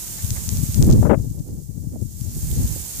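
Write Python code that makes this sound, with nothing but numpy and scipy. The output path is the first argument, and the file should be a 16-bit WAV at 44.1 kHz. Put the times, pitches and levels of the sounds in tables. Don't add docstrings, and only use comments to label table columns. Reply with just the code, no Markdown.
import sys
import numpy as np
from scipy.fft import rfft, irfft, next_fast_len
from scipy.io import wavfile
from scipy.ndimage import uniform_filter1d, minimum_filter1d, map_coordinates

SR = 44100
rng = np.random.default_rng(int(sys.argv[2]) if len(sys.argv) > 2 else 0)


def bounce(signal):
    frames = np.transpose(np.atleast_2d(signal))
    limited = np.clip(frames, -1, 1)
    pcm = np.round(limited * 32767).astype(np.int16)
    wavfile.write(sys.argv[1], SR, pcm)


N = 132300

# time_s, level_db
HISS_DIP = [(0, 0), (.76, -0.5), (.87, -3.5), (.95, -7.5), (1.03, -6), (1.13, -19), (1.2, -13),
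            (1.45, -16.5), (1.75, -17), (1.98, -16), (2.2, -9), (2.48, -2), (2.7, -0.5), (3, -0.5)]


def sleet():
    # freq_hz, level_db
    left = [(700, -17), (2000, -30), (3200, -17.5), (4500, -7.5), (5800, -1.5), (6700, 3.5), (7400, 0),
            (8300, -12), (9500, -17), (12000, -11), (15000, -9.5)]
    right = [(700, -27), (2000, -41), (3200, -31), (4500, -15), (6000, -8), (7000, -1.5), (7900, 1),
             (9300, -2.5), (12000, -2), (15000, -3)]
    hits_per_s, spread_db, patter_db = 2200, 4.5, -5.5
    ports = []
    for spectrum, port_db in [(left, -34.5), (right, -28)]:
        hits = rng.random(N) < hits_per_s / SR
        sizes = amp(spread_db * np.minimum(rng.exponential(size=N), 5))
        patter = unit(hits * sizes * rng.choice([-1, 1], N))
        hiss = coloured(rng.standard_normal(N) + amp(patter_db) * patter, spectrum)
        ports.append(hiss * amp(port_db + curve(HISS_DIP) + 0.83 * wobble(24.62)))
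    return np.array(ports)


def pellets():
    # start_s, level_db, snap_db (gain of the highest mode), port (0 left, 1 right)
    strikes = [(0.0806, -16.5, 4, 0), (0.246, -11, -11, 1), (0.306, -4, 14, 0), (.4395, -18, 7, 0),
               (.4911, -5, -7, 0), (.5715, -11, 3, 0), (.635, -17, 2, 0), (0.666, -18, -4, 0),
               (0.7446, -8, -6, 0), (0.8261, -2.5, -15, 0), (.8465, -16, 4, 0), (0.9022, -13.5, -3, 0),
               (.9127, -11, 9, 0), (.925, -13, -9, 0), (0.9285, -11, -13, 0), (.9359, -16, 6, 0),
               (1.303, -30, 0, 0), (1.391, -32, -3, 0), (1.3965, -28.5, -4, 0), (2.0136, -32, 0, 0),
               (2.211, -19, 10, 0), (2.351, -21, 12, 0), (2.5034, -12, 18, 1), (2.5147, -11, -1, 1),
               (2.6772, -10.5, 2.5, 1)]
    # pitch_hz, level_db, t60_s
    port_modes = [
        [(2900, -16, 0.00071), (5160, 5, 0.00084), (6410, 10.5, 0.0013), (12200, -3, 0.0009)],
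        [(3770, -10.5, 0.0029), (7700, 3, .0014), (12260, 8.5, 0.00097)],
    ]
    crush_s, low_hz = .00008, 1390
    out, t = np.zeros((2, N)), np.arange(SR // 100) / SR
    for start_s, db, snap_db, port in strikes:
        modes = [amp(mode_db + rng.normal(0, 1.8) - 60 * t / t60) * np.sin(2 * np.pi * hz * t)
                 for hz, mode_db, t60 in port_modes[round(port)]]
        ring = (sum(modes[:-1]) + amp(snap_db) * modes[-1]) * (1 - np.exp(-t / crush_s))
        out[round(port), round(start_s * SR):][:len(t)] += amp(db) * ring / np.abs(ring).max()
    return filtered(out, lambda hz: hz ** 2 / (hz ** 2 + low_hz ** 2))


def wind():
    # time_s, level_db
    left = [(0, -41), (.2, -38), (.3, -28.5), (.44, -39.5), (.5, -26.5), (.62, -26.5), (.72, -30),
            (0.779, -16), (.9, -15.5), (1.06, -15), (1.16, -21), (1.24, -27.5), (1.381, -31.5),
            (1.45, -41.5), (1.549, -25.5), (1.65, -36.5), (1.78, -31.5), (1.87, -29.5), (2, -31.5),
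            (2.16, -36), (2.25, -27), (2.4, -34.5), (2.55, -29.5), (2.599, -19), (2.72, -40), (2.78, -31),
            (2.92, -52), (3, -24.5)]
    right = [(0, -52.5), (.24, -40.5), (.32, -30.5), (.42, -32.5), (.495, -48), (.57, -27.5), (.66, -42),
             (.72, -32.5), (0.797, -27.5), (.82, -15.5), (0.908, -12.5), (1.03, -25), (1.09, -34.5),
             (1.19, -38.5), (1.34, -41), (1.5, -33), (1.7, -52), (1.95, -34), (1.99, -49.5), (2.215, -44.5),
             (2.39, -30), (2.47, -26.5), (2.6, -25), (2.72, -27), (2.82, -37.5), (3, -47)]
    # freq_hz, level_db
    rumble_spectrum = [(10, -28), (25, -3), (50, 4.5), (90, 4.5), (140, 0.5), (200, -4.5), (280, -18.5),
                       (400, -68), (700, -78.5), (2000, -110)]
    roar_spectrum = [(80, -10), (170, -1.5), (250, 7), (380, -1.5), (550, -12), (800, -22.5), (1200, -34),
                     (2000, -40.5), (5000, -48)]
    gust_db, roar_growth = -15.5, 0.38
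    ports = []
    for gusts, port_roar_db, dip_share in [(left, -11.5, 0.18), (right, -8.5, 0.89)]:
        wind_db = curve(gusts)
        roar_db = port_roar_db + roar_growth * (wind_db - gust_db) - dip_share * curve(HISS_DIP)
        rumble = amp(2.5) * even_noise(rumble_spectrum, size=1100)
        roar = amp(roar_db + 4.5 * wobble(45)) * even_noise(roar_spectrum, size=900)
        ports.append(amp(wind_db + 1.97 * wobble(29.82)) * (rumble + roar))
    return np.array(ports)


def puffs():
    # centre_s, level_db, pitch_hz, port (0 left, 1 right)
    eddies = [(0.246, -12, 96.3, 0), (.318, -14, 103, 0), (.484, -12.5, 94.5, 0), (.524, -10.5, 86, 0),
              (0.589, -12, 107, 0), (0.635, -7, 132, 0), (.691, -13.5, 131, 0), (0.8, 4.5, 126, 0),
              (0.898, -3.5, 163, 0), (0.928, -17, 106, 0), (1.015, -6, 102, 0), (1.058, -2, 148, 0),
              (1.177, -11.5, 148, 0), (1.277, -14, 115, 0), (1.313, -16, 137, 0), (1.406, -13.5, 135, 0),
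              (1.585, -25, 153, 0), (1.698, -19, 131, 0), (1.873, -14.5, 133, 0), (2.027, -11.5, 103, 0),
              (2.057, -16, 128, 0), (2.219, -14, 115, 0), (2.286, -18, 95, 0), (2.366, -20.5, 127, 0),
              (2.439, -14, 80, 0), (2.525, -13.5, 84, 0), (2.607, -12, 107, 0), (2.648, -9.5, 79, 0),
              (.32, -15.5, 105, 1), (0.387, -19, 69, 1), (0.568, -14, 84, 1), (.698, -12.5, 95, 1),
              (.812, -4.5, 132, 1), (.934, -2.5, 144, 1), (0.962, -8, 121, 1), (0.996, -3, 103, 1),
              (1.201, -21, 102, 1), (1.301, -22, 103, 1), (2.533, -17, 95, 1), (2.608, -17.5, 102, 1),
              (2.653, -14, 106, 1), (2.716, -18, 93, 1)]
    half_width_cycles, skew = 0.63, 0.28
    out, t = np.zeros((2, N)), np.arange(N) / SR
    for (centre_s, db, hz, port), turn in zip(eddies, rng.random(len(eddies))):
        cycles = (t - centre_s) * hz
        near = np.abs(cycles) < 4
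        swell = np.exp(-.5 * (cycles[near] / half_width_cycles) ** 2)
        phase = 2 * np.pi * (cycles[near] + turn)
        out[round(port), near] += amp(db) * swell * (np.sin(phase) + skew * swell * np.sin(2 * phase))
    return out


def flutters():
    # start_s, length_s, level_db, cutoff_hz, port (0 left, 1 right)
    eddies = [(0.884, 0.029, -25, 1700, 1), (1.025, 0.0033, -17, 2020, 0), (1.051, 0.024, -17, 2200, 0),
              (1.094, 0.0096, -9.5, 3340, 0), (1.11, 0.014, -8, 3200, 0), (1.13, 0.015, -15, 2780, 0),
              (1.372, 0.025, -41, 980, 0), (1.958, 0.0032, -28, 720, 1), (2.017, 0.006, -26.5, 483, 0),
              (2.602, 0.0051, -29, 1190, 1), (2.761, .003, -29.5, 795, 1)]
    # freq_hz, level_db
    spectrum = [(60, -46), (200, 7.5), (300, 5.5), (430, -1.5), (490, -1.5), (575, 4.5), (680, -7.5),
                (1000, -12.5), (1500, -21.5), (2200, -31), (3200, -39.5), (5000, -55), (9000, -86)]
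    out = np.zeros((2, N))
    turbulence = even_noise(spectrum, size=200)
    for start_s, length_s, db, cutoff_hz, port in eddies:
        eddy = amp(db) * burst(start_s, length_s, rise_s=0.0023, fall_db_per_s=1103) * turbulence
        out[round(port)] += filtered(eddy, lambda hz: 1 / np.sqrt(1 + (hz / cutoff_hz) ** 8))
    return out


def scuffs():
    # start_s, length_s, level_db
    events = [(0.181, 0.018, -46), (0.359, 0.012, -41.5)]
    # freq_hz, level_db
    spectrum = [(300, -9), (800, -1.5), (1300, -6), (1900, -1), (2600, -10), (6000, -27)]
    envelope = sum(amp(db) * burst(start_s, length_s, rise_s=0.011, fall_db_per_s=700)
                   for start_s, length_s, db in events)
    return envelope * np.array([noise(spectrum), noise(spectrum)])


def air():
    # freq_hz, level_db
    spectrum = [(30, -6), (120, -12.5), (300, 3), (480, -4), (750, -4.5), (1200, -9.5), (2500, -7.5),
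                (4000, -5.5), (7000, -14)]
    return np.array([noise(spectrum), noise(spectrum)]) * amp(-44 + 1.45 * curve(HISS_DIP))


def amp(db):
    return 10 ** (np.asarray(db) / 20)


def unit(x):
    return x / np.sqrt(np.mean(x ** 2) + 1e-20)


def curve(rows):
    return np.interp(np.arange(N) / SR, *np.transpose(rows))


def wobble(rate):
    knots = rng.standard_normal(int(N * rate / SR) + 4)
    return map_coordinates(knots, [np.arange(N) * rate / SR])


def filtered(x, response):
    size = next_fast_len(N + 8192)
    return irfft(rfft(x, size) * response(np.fft.rfftfreq(size, 1 / SR)), size)[..., :N]


def coloured(x, spectrum):
    freq_hz, db = np.transpose(spectrum)
    return unit(filtered(x, lambda hz: amp(np.interp(np.log(hz + 1), np.log(freq_hz), db))))


def noise(spectrum):
    return coloured(rng.standard_normal(N), spectrum)


def even_noise(spectrum, size):
    x = noise(spectrum)
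    power = uniform_filter1d(uniform_filter1d(x ** 2, size), size)
    return unit(x / np.sqrt(np.abs(power) + 1e-3))


def burst(start_s, length_s, rise_s, fall_db_per_s):
    t = np.arange(N) / SR - start_s
    return np.clip(t / rise_s + .5, 0, 1) * amp(-fall_db_per_s * np.maximum(t - length_s, 0))


def scene():
    return wind() + sleet() + air() + pellets() + scuffs() + puffs() + flutters()


def record(dry):
    band_limit_hz = 15250
    needed_gain = 1 / np.maximum(np.abs(dry), 1)
    gain = uniform_filter1d(minimum_filter1d(needed_gain, size=301), size=301)
    return filtered(dry * gain, lambda hz: hz < band_limit_hz)


dry = scene()
out = record(dry)
bounce(out)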